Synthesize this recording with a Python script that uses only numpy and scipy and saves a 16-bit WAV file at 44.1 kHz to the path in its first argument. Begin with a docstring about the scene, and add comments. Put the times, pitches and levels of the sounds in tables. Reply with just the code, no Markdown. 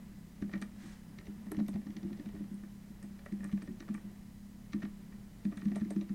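"""A low fan hum with hiss and a faint whine, then light typing on a laptop in a quiet room.
The microphone sits in the case: the fan shakes its modes, each thump pushes it and it rings on rubber feet.
Key clicks are bursts of tiny contacts ringing cap and plate; wires snap and buzz as keys spring back.
Fingers rustle more while typing, and skin slides once over the palm rest: both are coloured noise.
The sound card adds shaped hiss and sines near multiples of 1 kHz."""
import sys
import numpy as np
from scipy import signal
from scipy.fft import rfft, irfft, next_fast_len
from scipy.io import wavfile
from scipy.ndimage import uniform_filter1d, map_coordinates

SR = 44100
rng = np.random.default_rng(int(sys.argv[2]) if len(sys.argv) > 2 else 0)


def gain_from_db(level_db):
    """Turn a decibel level (scalar or array-like) into a linear amplitude factor."""
    decades = np.asarray(level_db, float) / 20
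    return 10 ** decades


def unload_wav(signal):
    """Save mono or channel-first audio to the path in sys.argv[1] as 16-bit WAV at rate SR, clipped to [-1, 1]."""
    wavfile.write(
        sys.argv[1],
        SR,
        np.round(np.clip(np.atleast_2d(signal).T, -1, 1) * 32767).astype(np.int16),
    )


N = 270950

# key contacts: contact_s, knock_db, clack_db, tick_db (relative)
KEY_CONTACTS = [(0.4221, -50.5, -47.5, -54.5), (.4928, -53, -56, -66), (0.53, -57, -51, -63),
                (0.5364, -45.5, -38.5, -50), (.5444, -56, -51, -66), (0.5555, -51, -48, -65),
                (0.6173, -48, -44.5, -70), (0.6233, -60.5, -41.5, -44.5), (1.1867, -64, -52, -49),
                (1.255, -58, -73, -61), (1.2685, -53, -58, -54), (1.4656, -55.5, -59.5, -65.5),
                (1.517, -43, -46.5, -52), (1.5455, -55.5, -52, -60.5), (1.568, -64, -62.5, -53),
                (1.5868, -47, -57, -61), (1.5994, -47.5, -50.5, -52.5), (1.6641, -73, -73, -60),
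                (1.6836, -46, -50.5, -51), (1.7404, -59, -59, -56.5), (1.7584, -48.5, -56, -57.5),
                (1.8144, -66, -61, -67), (1.8704, -60, -69, -63), (1.9672, -69, -58, -48.5),
                (2.0308, -54.5, -63, -58.5), (2.1036, -52, -61, -70), (2.13, -68, -60, -55),
                (2.174, -62.5, -65.5, -60), (2.1959, -65, -59, -60), (2.2567, -57, -68, -76),
                (2.2889, -60, -60.5, -59), (2.35, -58, -62, -65), (2.405, -59, -65, -74),
                (2.441, -68, -64, -67), (2.6339, -64, -54.5, -70.5), (3.027, -57.5, -52.5, -78),
                (3.191, -62, -55.5, -59.5), (3.261, -51, -42.5, -58), (3.3225, -68.5, -56, -56.5),
                (3.4053, -64, -53, -78), (3.4316, -53, -48.5, -72), (3.4441, -52.5, -44.5, -67.5),
                (3.4889, -72.5, -51.5, -78), (3.5272, -58, -55, -55.5), (3.5743, -61, -50, -61),
                (3.6206, -54, -48.5, -52.5), (3.6745, -57, -53.5, -60), (3.804, -62, -49, -47.5),
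                (3.824, -59, -54, -64), (3.8804, -52, -53, -73), (3.8876, -54.5, -46.5, -59.5),
                (3.9436, -52, -42.5, -59.5), (3.9769, -59, -53, -81), (4.7328, -53.5, -43.5, -44.5),
                (4.8203, -63, -47.5, -64), (4.8263, -49, -44.5, -57), (4.8316, -57.5, -44.5, -55),
                (4.8516, -55, -49.5, -54), (5.1223, -68, -57, -73), (5.4512, -53, -51.5, -54),
                (5.5163, -56, -53, -67), (5.523, -52, -52, -63), (5.5727, -65, -50.5, -55),
                (5.578, -59, -52, -60), (5.594, -75, -60, -67), (5.6158, -62, -47, -55.5),
                (5.655, -69, -53.5, -54), (5.7166, -52.5, -50, -60), (5.7565, -48, -48, -51.5),
                (5.7626, -43, -61.5, -57), (5.7794, -72, -52, -65), (5.8112, -60.5, -51.5, -56.5),
                (5.9055, -42.5, -50, -52), (5.962, -57.5, -55.5, -54.5), (6.012, -55.5, -57, -52),
                (6.0936, -64, -55, -58)]
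# soft fingertip pushes on the case: strike_s, case_db, panels_db (relative), time_until_hand_damps_s
CASE_STRIKES = [(.021, -43.5, -64, 0.027), (0.122, -46, -72, 0.025), (.424, -30.5, -38, 0.094),
                (.537, -31, -38, 0.018), (.553, -27.5, -46, 0.033), (0.619, -35, -46, 0.046),
                (.734, -46, -59, 0.037), (0.839, -41, -50, 0.086), (1.099, -52, -55.5, 0.066),
                (1.189, -40, -51, 0.045), (1.283, -36, -44, 0.075), (1.374, -38, -54, 0.033),
                (1.41, -41, -60, 0.093), (1.469, -35.5, -48, 0.083), (1.518, -41, -34.5, .045),
                (1.549, -35.5, -55, 0.042), (1.579, -25.5, -36, 0.086), (1.611, -25.5, -40.5, 0.039),
                (1.688, -31, -39.5, 0.19), (1.751, -26, -42.5, 0.056), (1.789, -33, -49.5, 0.027),
                (1.865, -36.5, -46, 0.072), (1.898, -37, -46, 0.036), (1.96, -37.5, -45, 0.081),
                (2.029, -36.5, -44, 0.061), (2.05, -28.5, -41.5, 0.051), (2.109, -35, -43.5, 0.074),
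                (2.196, -33.5, -41.5, 0.022), (2.264, -32, -46, 0.027), (2.344, -38, -41.5, 0.094),
                (2.407, -34, -42, 0.055), (2.516, -35.5, -46, 0.081), (2.635, -43.5, -53, 0.095),
                (2.904, -41.5, -56, 0.043), (3.04, -33, -48, 0.013), (3.109, -47, -64, 0.069),
                (3.325, -28.5, -41.5, .054), (3.405, -35.5, -50.5, 0.11), (3.45, -36, -47, 0.085),
                (3.535, -22.5, -42, 0.043), (3.575, -37, -53, 0.021), (3.627, -38, -48.5, 0.035),
                (3.686, -30.5, -40, 0.016), (3.708, -32.5, -55, 0.031), (3.807, -43, -47, 0.071),
                (3.898, -27.5, -39.5, 0.054), (3.946, -34, -48, 0.04), (4.049, -39, -52, 0.051),
                (4.744, -25.5, -36.5, 0.067), (4.837, -31, -37.5, .059), (5.14, -44.5, -73, 0.034),
                (5.455, -22.5, -40, 0.058), (5.528, -40, -39.5, 0.027), (5.568, -33.5, -50, 0.068),
                (5.629, -36.5, -47, .038), (5.661, -22, -40, 0.047), (5.715, -31, -41, 0.062),
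                (5.764, -30.5, -45, 0.043), (5.818, -24, -41.5, 0.043), (5.859, -32.5, -43.5, 0.1),
                (5.91, -36, -41, .036), (5.965, -23.5, -35.5, 0.054), (6.014, -45, -44, 0.044),
                (6.105, -28.5, -42, 0.042)]


def unit(x):
    """Scaled to rms 1."""
    return x / np.sqrt(np.mean(x ** 2) + 1e-20)


def wobble(rate_hz):
    """A smooth random curve through rate_hz knots a second."""
    knots = rng.standard_normal(int(N * rate_hz / SR) + 4)
    return map_coordinates(knots, [np.arange(N) * rate_hz / SR])


def filtered(x, response):
    """x through a complex response of frequency."""
    m = next_fast_len(N + 8192)
    return irfft(rfft(x, m) * response(np.fft.rfftfreq(m, 1 / SR)), m)[:N]


def noise(response):
    """Noise of rms 1 shaped by a response of frequency."""
    return unit(filtered(rng.standard_normal(N), response))


def coloured(points):
    """Noise of rms 1 along (Hz, dB) points on a log axis."""
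    point_hz, point_db = np.transpose(points)
    return noise(lambda hz: gain_from_db(np.interp(np.log(hz + 1), np.log(point_hz + 1), point_db)))


def resonances(modes):
    """Causal response of (Hz, width Hz, dB) modes, neighbours in opposite phase."""
    def response(hz):
        total = 0
        for k, (centre_hz, width_hz, db) in enumerate(modes):
            damping = 1j * hz * width_hz
            total = total + (-1) ** k * gain_from_db(db) * damping / (centre_hz ** 2 - hz ** 2 + damping)
        return total
    return response


def ring(modes, t, attack_s, scatter_db, detune):
    """One push on (Hz, dB, t60 s) modes, each at a new strength and pitch, neighbours in opposite phase."""
    hz, db, t60_s = np.transpose(modes)[:, :, None]
    strength, shift = rng.standard_normal((2, len(modes), 1))
    sign = (-1) ** np.arange(len(modes))[:, None]
    envelope = gain_from_db(db + scatter_db * strength - 60 * t / t60_s)
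    waves = sign * envelope * np.sin(2 * np.pi * hz * (1 + detune * shift) * t)
    return waves.sum(axis=0) * (1 - np.exp(-t / attack_s))


def chatter(t, rise_s, fall_s, grain_db):
    """A burst of tiny uneven contacts, energy 1."""
    sizes = gain_from_db(grain_db * rng.standard_normal(len(t))) * rng.standard_normal(len(t))
    burst = sizes * (1 - np.exp(-t / rise_s)) * np.exp(-t / fall_s)
    return burst / np.linalg.norm(burst)


def rung(blows, modes, top_hz):
    """Blows ringing in a set of modes, rolled off steeply above top_hz."""
    def response(hz):
        x = hz / top_hz
        return resonances(modes)(hz) / (1 + 1j * x) ** 2 / np.sqrt(1 + x ** 12)
    return filtered(blows[:N], response)


def add(track, start_s, sound):
    """Lays a sound on the track at start_s."""
    track[round(start_s * SR):][:len(sound)] += sound


def fan():
    """The fan drones at multiples of its speed and shakes the case modes steadily."""
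    # case modes: centre_hz, width_hz, level_db (relative)
    hum_modes = [(119, 8.9, -8.5), (167, 16, -8), (202, 20.6, -7), (237, 18.6, -6.5), (259, 81, -13.5),
                 (333, 63, -19.5)]
    # drone partials: multiple_of_fan_speed, mean_level_db (rms)
    fan_orders = [(5, -61), (6, -55), (7, -62.5)]
    fan_hz = 33.43
    case = gain_from_db(-58 + .8 * wobble(3)) * noise(resonances(hum_modes))
    turns = np.cumsum(fan_hz * (1 + .004 * wobble(6))) / SR
    drone = np.zeros(N)
    for order, db in fan_orders:
        level = np.sqrt(2) * gain_from_db(db + 1.45 * wobble(8))
        drone += level * np.sin(2 * np.pi * (order * turns + rng.random()))
    return case + drone


def finger_rustle():
    """Fingers rustle as wavering coloured noise, louder where thumps are dense."""
    # spectrum: frequency_hz, density_db (relative, per Hz)
    rustle_points = [(210, -56), (350, -1), (484, -7.5), (525, -7.5), (611, -8), (1250, -14.5),
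                     (1420, -14.5), (1540, -15.5), (1770, -13.5), (3000, -21), (3900, -26.5), (6600, -120)]
    rest_db, busy_db, busy_s = -68.5, 2, 0.2  # level at rest, rise at ten thumps a second, averaging span
    struck_samples = np.round(np.array(CASE_STRIKES)[:, 0] * SR).astype(int)
    struck = np.bincount(struck_samples, minlength=N)[:N] * SR / 10
    span = round(busy_s * SR)
    busy = np.abs(uniform_filter1d(uniform_filter1d(struck, span), span))
    return gain_from_db(rest_db + busy_db * np.sqrt(busy) + 0.95 * wobble(3.9)) * coloured(rustle_points)


def rumble():
    """Steady low noise under the hum."""
    # spectrum: frequency_hz, density_db (relative, per Hz)
    rumble_points = [(8.8, -14), (15, 0), (49, -0.5), (96, -7), (124, -3), (140, -10.5), (180, -22),
                     (310, -120)]
    return gain_from_db(-57.5) * coloured(rumble_points)


def sound_card():
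    """Amplifier hiss as shaped noise; data-clock whine as sines at multiples of nearly 1 kHz."""
    # spectrum: frequency_hz, density_db (relative, per Hz)
    hiss_points = [(590, -21), (1000, -4.5), (1380, -12), (1930, 0.5), (2380, -9.5), (3950, -6), (4590, -5),
                   (15800, -9)]
    # clock multiples 1, 2, ..: level_db (rms)
    whine_db = [-85.5, -85.5, -88.5, -88.5, -88.5, -91.5, -89.5, -92.5, -91, -100]
    clock_hz = 999.92
    t = np.arange(N) / SR
    whine = np.zeros(N)
    for multiple, db in enumerate(whine_db, 1):
        whine += np.sqrt(2) * gain_from_db(db) * np.sin(2 * np.pi * (multiple * clock_hz * t + rng.random()))
    return gain_from_db(-69) * coloured(hiss_points) + whine


def thumps():
    """Soft fingertips push the case; it rings on rubber feet until the hand settles; the desk gives."""
    # case on its feet: pitch_hz, level_db (relative), t60_s
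    case_modes = [(156.6, -13, 0.15), (201.5, -0.5, 0.38), (229.9, -11, 0.23)]
    # stiffer panels of the case: pitch_hz, level_db (relative), t60_s
    panel_modes = [(283.6, 1, 0.12), (323.9, -7.5, 0.23), (355, -7, 0.1)]
    # heavier strokes under which the desk gives: strike_s, level_db (relative)
    desk_strokes = [(0.423, -36), (1.099, -53), (1.189, -44), (1.283, -41.5), (1.549, -46), (1.58, -34.5),
                    (1.752, -37), (1.898, -44.5), (2.05, -38), (2.344, -42), (3.45, -46), (3.535, -41),
                    (4.745, -39), (4.837, -43.5), (5.662, -42), (5.817, -40)]
    out = np.zeros(N + SR)
    t = np.arange(SR // 3) / SR
    lead_s = .008  # push starts ahead of the listed time
    for strike_s, db, panel_db, free_s in CASE_STRIKES:
        damped = 0.23 + 0.66 * np.exp(-(t / free_s) ** 4)
        case = -damped * ring(case_modes, t, attack_s=0.015, scatter_db=0.36, detune=0.017)
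        panels = ring(panel_modes, t, attack_s=0.0079, scatter_db=2.6, detune=0.046)
        add(out, strike_s - lead_s, gain_from_db(db + 3) * case + gain_from_db(panel_db + 4) * panels)
    push = np.sin(2 * np.pi * 85 * t) * (1 - np.exp(-t / 0.0041)) * np.exp(-t / 0.0121)  # hardly rings
    for strike_s, db in desk_strokes:
        add(out, strike_s - lead_s, gain_from_db(db + 0.5) * push)
    return out[:N]


def keys():
    """Contact bursts in the key hinge ring cap and plate; the cap scrapes before and settles after."""
    # parts of a click, each: centre_hz, width_hz, level_db (relative)
    knock_modes = [(402, 50, 1), (608, 78, 5), (776, 210, -0.5), (874, 115, 1), (1010, 510, -12.5)]
    clack_modes = [(1141, 120, -4.5), (1440, 255, -5), (1725, 306, 0), (1851, 170, 4), (2275, 93, -3),
                   (2338, 220, -5.5)]
    tick_modes = [(2090, 370, 2.5), (4020, 1180, -1.5), (4730, 590, -1.1), (5930, 610, -3.5)]
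    knock, clack, tick = np.zeros((3, N + SR))
    t = np.arange(SR // 10) / SR
    for contact_s, knock_db, clack_db, tick_db in KEY_CONTACTS + brushes():
        # hinge rattles longer the more knock outweighs tick
        rattle_s = max(0.003775 + .00004 * (knock_db - tick_db), .001)
        start_s = contact_s - 0.295 * rattle_s
        # crisp keys land clean, dull ones scrape first
        loose = 1 / (1 + gain_from_db(2 * (tick_db - clack_db - 1)))
        scrape = loose * chatter(t, 0.00059, 0.005, 20)[::-1]  # swells up to the contact
        add(clack, start_s - t[-1], gain_from_db(clack_db + 22.5) * scrape)
        add(tick, start_s - t[-1], gain_from_db(tick_db + 25) * scrape)
        add(knock, start_s, gain_from_db(knock_db + 39) * chatter(t, 0.00024, 0.0012 + rattle_s, 2.9))
        add(clack, start_s, gain_from_db(clack_db + 38) * chatter(t, 0.13 * rattle_s, rattle_s, 15.2))
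        add(tick, start_s, gain_from_db(tick_db + 30) * chatter(t, 0.18 * rattle_s, 0.78 * rattle_s, 2.9))
        add(clack, contact_s + .006, gain_from_db(clack_db + 14) * chatter(t, 0.0014, 0.025, 18.6))  # settling
    knocks = rung(knock, knock_modes, top_hz=2450)
    clacks = rung(clack, clack_modes, top_hz=4200)
    return knocks + clacks + rung(tick, tick_modes, top_hz=8500)


def brushes():
    """Fingers brush neighbouring caps after some keys at random; rows like KEY_CONTACTS."""
    share, mean_delay_s, scatter_db = .35, .07, 3
    mean_db = (-64, -62.5, -62)  # knock, clack, tick
    key_s = np.array(KEY_CONTACTS)[:, 0]
    pick, delay = rng.random((len(key_s), 2)).T
    brush_s = np.minimum(key_s - mean_delay_s * np.log(delay + 1e-9), N / SR)
    levels_db = mean_db + scatter_db * rng.standard_normal((len(key_s), 3))
    return list(np.column_stack([brush_s, levels_db])[pick < share])


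def snaps():
    """A key springing back snaps its wire on metal hooks; the wire buzzes, less if caught hard."""
    # keys springing back: snap_s, wire_db, hook_db (relative), rattle_decay_s
    snap_rows = [(0.616, -30.5, -45, 0.0039), (.6224, -44, -70, .002), (1.518, -30, -32.5, 0.00082),
                 (1.683, -34.5, -38, 0.001), (1.692, -36.5, -65, .002), (2.543, -43.5, -69, 0.0016),
                 (3.028, -36, -62.5, .0017), (3.257, -46, -62, 0.0011), (3.325, -45, -64.5, .002),
                 (3.4435, -32.5, -49, 0.00083), (3.525, -43, -62.5, .0018), (3.625, -39, -61.5, .0013),
                 (3.9424, -35, -57, 0.0014), (4.73, -50, -75, .002), (5.448, -42, -63, .0018),
                 (5.572, -37.5, -60.5, .0018), (5.649, -44, -62, .002), (5.759, -31.5, -56, .0035),
                 (5.905, -30, -51, .0035)]
    # wire, then hooks: centre_hz, width_hz, level_db (relative)
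    wire_modes = [(6800, 3300, -10.5), (8410, 45, 6.5), (8330, 350, 1.5), (9920, 1400, -4)]
    hook_modes = [(11240, 1400, 0), (11900, 1100, 0)]
    wire, hook = np.zeros((2, N + SR))
    t = np.arange(SR // 16) / SR
    for snap_s, wire_db, hook_db, rattle_s in snap_rows:
        burst = chatter(t, 0.00074, rattle_s, 7.1)
        free = 1 / (1 + gain_from_db(hook_db - wire_db + 14))
        buzz = free * gain_from_db(-4) * chatter(t, 0.004, 0.02, 9)
        add(wire, snap_s - .001, gain_from_db(wire_db + 15.5) * (burst + buzz))
        add(hook, snap_s - .001, gain_from_db(hook_db + 25) * burst)
    return rung(wire, wire_modes, top_hz=12000) + rung(hook, hook_modes, top_hz=13300)


def room(x, t60_s, dull_hz):
    """The small room answers with a short dull tail of decaying noise."""
    hz, t, z = signal.stft(rng.standard_normal(SR // 3), SR, nperseg=256)
    z = z * gain_from_db(-60 * t / t60_s) / (1 + (hz[:, None] / dull_hz) ** 2)
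    tail = signal.istft(z, SR, nperseg=256)[1]
    delayed = np.pad(x, (200, 0))
    return signal.fftconvolve(delayed, tail / np.linalg.norm(tail))[:N]


def slide():
    """Skin drags briefly over the palm rest: grainy noise follows the speed of the hand."""
    # spectrum: frequency_hz, level_db (relative)
    skin_points = [(300, -44), (500, -2), (1300, -5), (1900, 1), (2600, -9.5), (6000, -11.5), (9000, -15),
                   (12000, -28), (16000, -60)]
    fastest_s, level_db, rise_s, fall_s = 0.865, -59.5, 0.057, 0.078
    t = np.arange(N) / SR - fastest_s
    speed = np.exp(-(t / np.where(t < 0, rise_s, fall_s)) ** 2 / 2)
    grain = gain_from_db(.8 * wobble(70))
    return gain_from_db(level_db) * speed * grain * coloured(skin_points)


def scene():
    """Fan, fingers, case, keys, room and hand at the one microphone."""
    background = fan() + finger_rustle() + rumble()
    clicks = keys() + snaps()
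    tail = gain_from_db(-13.5) * room(clicks, t60_s=0.14, dull_hz=7440)
    return (background + thumps() + clicks + tail + slide())[None]


def band_limit(x):
    """A steep low-pass at the top of the band."""
    return signal.sosfilt(signal.butter(12, 15930, fs=SR, output="sos"), x)


def record(dry):
    """The sound card adds its hiss and whine to the microphone signal."""
    return band_limit(dry + sound_card())


dry = scene()
out = record(dry)
unload_wav(out)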